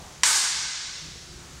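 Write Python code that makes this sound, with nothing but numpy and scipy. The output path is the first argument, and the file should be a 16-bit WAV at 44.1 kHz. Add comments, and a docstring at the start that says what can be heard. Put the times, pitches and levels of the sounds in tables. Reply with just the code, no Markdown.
"""Sword on a steel shield

A blade strikes a small steel shield once in a large, hard-walled training hall. The crack and the
short ring of the steel come back from the walls and die away slowly. The blade swishes faintly
before and after, the floor thuds softly underfoot, and ventilation rumbles and hisses.
A gain control ducks at the blow and recovers."""
import sys
import numpy as np
from scipy import signal
from scipy.fft import rfft, irfft, next_fast_len
from scipy.io import wavfile
from scipy.ndimage import uniform_filter1d, minimum_filter1d, map_coordinates

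SR = 44100
rng = np.random.default_rng(int(sys.argv[2]) if len(sys.argv) > 2 else 0)


def pcm_store(signal):
    """Save signal as 16-bit PCM."""
    levels = np.round(np.clip(np.atleast_2d(signal), -1, 1) * 32767)
    wavfile.write(sys.argv[1], SR, levels.astype(np.int16).T)


N = 70560
T = np.arange(N) / SR


def crack():
    """Blade meets shield: a sharp, minimum-phase click of energy 1."""
    # tone of the contact (frequency [Hz], relative level [dB])
    spectrum = [(100, -48), (300, -24.5), (600, -23), (880, -4.5), (1200, -7.5), (1600, -5), (2700, -7.5),
                (4400, -2.5), (5800, -1), (8300, -2), (9800, -7), (12500, -16.5), (16000, -28)]
    magnitude = amp(along(spectrum, np.fft.rfftfreq(N, 1 / SR)))
    cepstrum = irfft(np.log(magnitude), N)
    cepstrum[1:N // 2] *= 2  # folding the cepstrum packs the energy into the attack
    cepstrum[N // 2 + 1:] = 0
    click = irfft(np.exp(rfft(cepstrum)), N)
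    return click / np.linalg.norm(click)


def ring(level_db=-39):
    """The struck steel rings in inharmonic modes that die quickly."""
    # modes of shield and blade (frequency [Hz], relative level [dB], t60 [s])
    steel_modes = [(1254, -8, .1), (1532, -2, .12), (1600, -3, .08), (1663, -3, .13), (2035, -7, .18),
                   (2185, -5, .11), (3553, -15, .5), (4657, -11, .4), (4735, -10, .2), (5407, -2, .19),
                   (5790, 0, .06), (6598, -3, .2), (6700, -3, .1), (6850, -1, .11), (7175, 2, .12),
                   (7640, -3, .16), (8128, -1, .19), (8600, -1, .16)]
    modes = sum(amp(db) * fade(T, t60) * np.sin(2 * np.pi * hz * T) for hz, db, t60 in steel_modes)
    return amp(level_db) * modes


def clank(pitch_hz=5500, level_db=-11.5):
    """The face of the shield throws a very short ring straight at the listener."""
    return amp(level_db) * fade(T, t60=.006) * np.sin(2 * np.pi * pitch_hz * T)


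def hall():
    """Impulse response: direct path, near scatter, first walls, early echoes, far wall, long tail."""
    # tone of the direct path and near scatter (frequency [Hz], gain [dB])
    near_tone = [(300, 1), (900, 11), (1500, 7), (4500, 9.5), (6500, 4.5), (9000, 3.5), (14000, -7)]
    # slaps off the first walls (delay [s], level [dB])
    wall_slaps = [(.0034, -12), (.0048, -12), (.012, -3), (.0182, -11), (.0204, -9)]
    # tone of the early echoes (frequency [Hz], relative level [dB])
    early_tone = [(300, -5.5), (1500, 9), (4500, 6), (8000, 8), (14000, -7.5)]
    # decay of the tail (frequency [Hz], t60 [s])
    tail_decay = [(200, 0.82), (700, 1.09), (1600, 1.273), (3800, 1.55), (6000, 1.356), (8200, 0.99),
                  (10500, 0.71), (15000, 0.55)]
    direct = amp(-24) * unit(signal.unit_impulse(N))
    scatter = amp(6.5) * unit(burst(t60=.11))
    near = filtered(direct + scatter, lambda hz: amp(along(near_tone, hz)))
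    # uneven walls smear each slap
    walls = sum(amp(db) * delayed(unit(burst(t60=.0065)), s) for s, db in wall_slaps)
    early_build_s, tail_build_s = .0044, .031
    early = noise(early_tone) * fade(T, t60=.3) * (1 - np.exp(-T / early_build_s))
    far_wall = delayed(burst(t60=.55), s=.122)  # scattered answer from the end of the hall
    hz, t, bands = signal.stft(rng.standard_normal(N), SR, nperseg=256)
    bands *= fade(t, along(tail_decay, hz)[:, None])
    tail = signal.istft(bands, SR)[1][:N] * (1 - np.exp(-T / tail_build_s))
    diffuse = delayed(amp(10) * unit(early) + amp(17.5) * unit(tail), s=.012)
    return (near + walls + diffuse + amp(3.5) * unit(far_wall)) / np.sqrt(N)


def swishes(half_width_octaves=.84):
    """Air rushes round the swung blade: a soft band of noise swells and fades."""
    # swings of the blade (peak time [s], half length [s], band centre [Hz], level [dB])
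    swings = [(0.043, .1, 740, -49), (1.45, 0.06, 1060, -54), (1.57, .04, 1160, -53.5)]
    out = np.zeros(N)
    for peak_s, half_s, centre_hz, db in swings:
        band = lambda hz: 1 / (1 + (np.log2((hz + 1) / centre_hz) / half_width_octaves) ** 2)
        air = unit(filtered(rng.standard_normal(N), band))
        swell = np.exp(-.5 * ((T - peak_s) / half_s) ** 2)
        out += amp(db) * air * swell
    return out


def floor_thuds(rise_s=.015):
    """Shifting weight makes the floor boom softly."""
    # footfalls (time [s], level [dB])
    footfalls = [(.0, -50), (0.162, -46), (1.014, -45.5)]
    # boom of the floor (frequency [Hz], relative level [dB])
    floor_tone = [(25, -36), (65, -1.5), (100, -19.5), (145, 5.5), (200, -24.5), (400, -59), (1000, -71)]
    swell = T / rise_s * np.exp(1 - T / rise_s)
    return sum(amp(db) * delayed(swell * noise(floor_tone), s) for s, db in footfalls)


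def ventilation(rumble_db=-48.5, hiss_db=-47.5, waver_db=3.4, waver_hz=12):
    """The ventilation lays a slightly wavering rumble under a steady hiss."""
    # low rumble (frequency [Hz], relative level [dB])
    rumble_tone = [(12, -34), (20, -13.5), (65, 0), (102, -7), (140, -4.5), (198, -11.5), (275, -18),
                   (336, -14), (366, -12.5), (400, -20), (520, -30), (880, -120)]
    # airy hiss (frequency [Hz], relative level [dB])
    hiss_tone = [(150, -52), (250, -7.5), (624, -8.5), (850, -10.5), (1600, -9), (2500, -10.5), (4400, -10),
                 (6500, -7), (8000, -12.5), (9500, -19), (11000, -21), (12500, -30.5), (15500, -31)]
    waver = map_coordinates(rng.standard_normal(N), [T * waver_hz])
    rumble = amp(rumble_db + waver_db * waver) * noise(rumble_tone)
    return rumble + amp(hiss_db) * noise(hiss_tone)


def amp(db):
    """Decibels to gain."""
    return 10 ** (np.asarray(db) / 20)


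def unit(x):
    """Scale to rms 1."""
    return x / np.sqrt(np.mean(x ** 2) + 1e-20)


def along(points, hz):
    """Read a curve of (frequency [Hz], value) points on a log frequency axis."""
    freqs, values = np.transpose(points)
    return np.interp(np.log(hz + 1), np.log(freqs + 1), values)


def filtered(x, gain):
    """Zero-phase EQ by the curve gain(hz)."""
    size = next_fast_len(2 * N)
    return irfft(rfft(x, size) * gain(np.fft.rfftfreq(size, 1 / SR)), size)[:N]


def noise(spectrum):
    """Coloured noise of rms 1."""
    return unit(filtered(rng.standard_normal(N), lambda hz: amp(along(spectrum, hz))))


def fade(t, t60):
    """Exponential decay, 60 dB down after t60 seconds."""
    return np.exp(-np.log(1000) * t / t60)


def burst(t60):
    """White noise that starts at once and dies away."""
    return rng.standard_normal(N) * fade(T, t60)


def delayed(x, s):
    """x, s seconds later."""
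    return np.pad(x, (max(0, round(s * SR)), 0))[:N]


def scene(strike_s=.2341, strike_db=9):
    """One blow over the background; crack and ring take different paths through the hall."""
    in_hall = sum(signal.fftconvolve(part, hall())[:N] for part in (crack(), ring()))
    blow = amp(strike_db) * (in_hall + clank())
    return (delayed(blow, strike_s) + swishes() + floor_thuds() + ventilation())[None]


def record(dry):
    """Gain control that ducks fast, holds and recovers slowly, then a steep treble cut."""
    threshold_db, duck_per_db, top_hz = -25, .58, 15800
    attack_s, hold_s, glide_s, release_db_per_s = .004, .11, .0047, 19
    x = dry[0]
    pole = np.exp(-1 / (attack_s * SR))
    power = signal.lfilter([1 - pole], [1, -pole], x ** 2)
    level_db = 10 * np.log10(power + 1e-12)
    target_db = duck_per_db * np.maximum(level_db - threshold_db, 0)
    half_hold = int(hold_s * SR / 2)
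    held_db = -minimum_filter1d(-target_db, 2 * half_hold + 1, origin=half_hold, mode="nearest")
    release_ramp = release_db_per_s * T
    duck_db = np.maximum.accumulate(held_db + release_ramp) - release_ramp
    gain = amp(-uniform_filter1d(duck_db, int(glide_s * SR) + 1))
    return filtered(x * gain, lambda hz: hz < top_hz)[None]


dry = scene()
out = record(dry)
pcm_store(out)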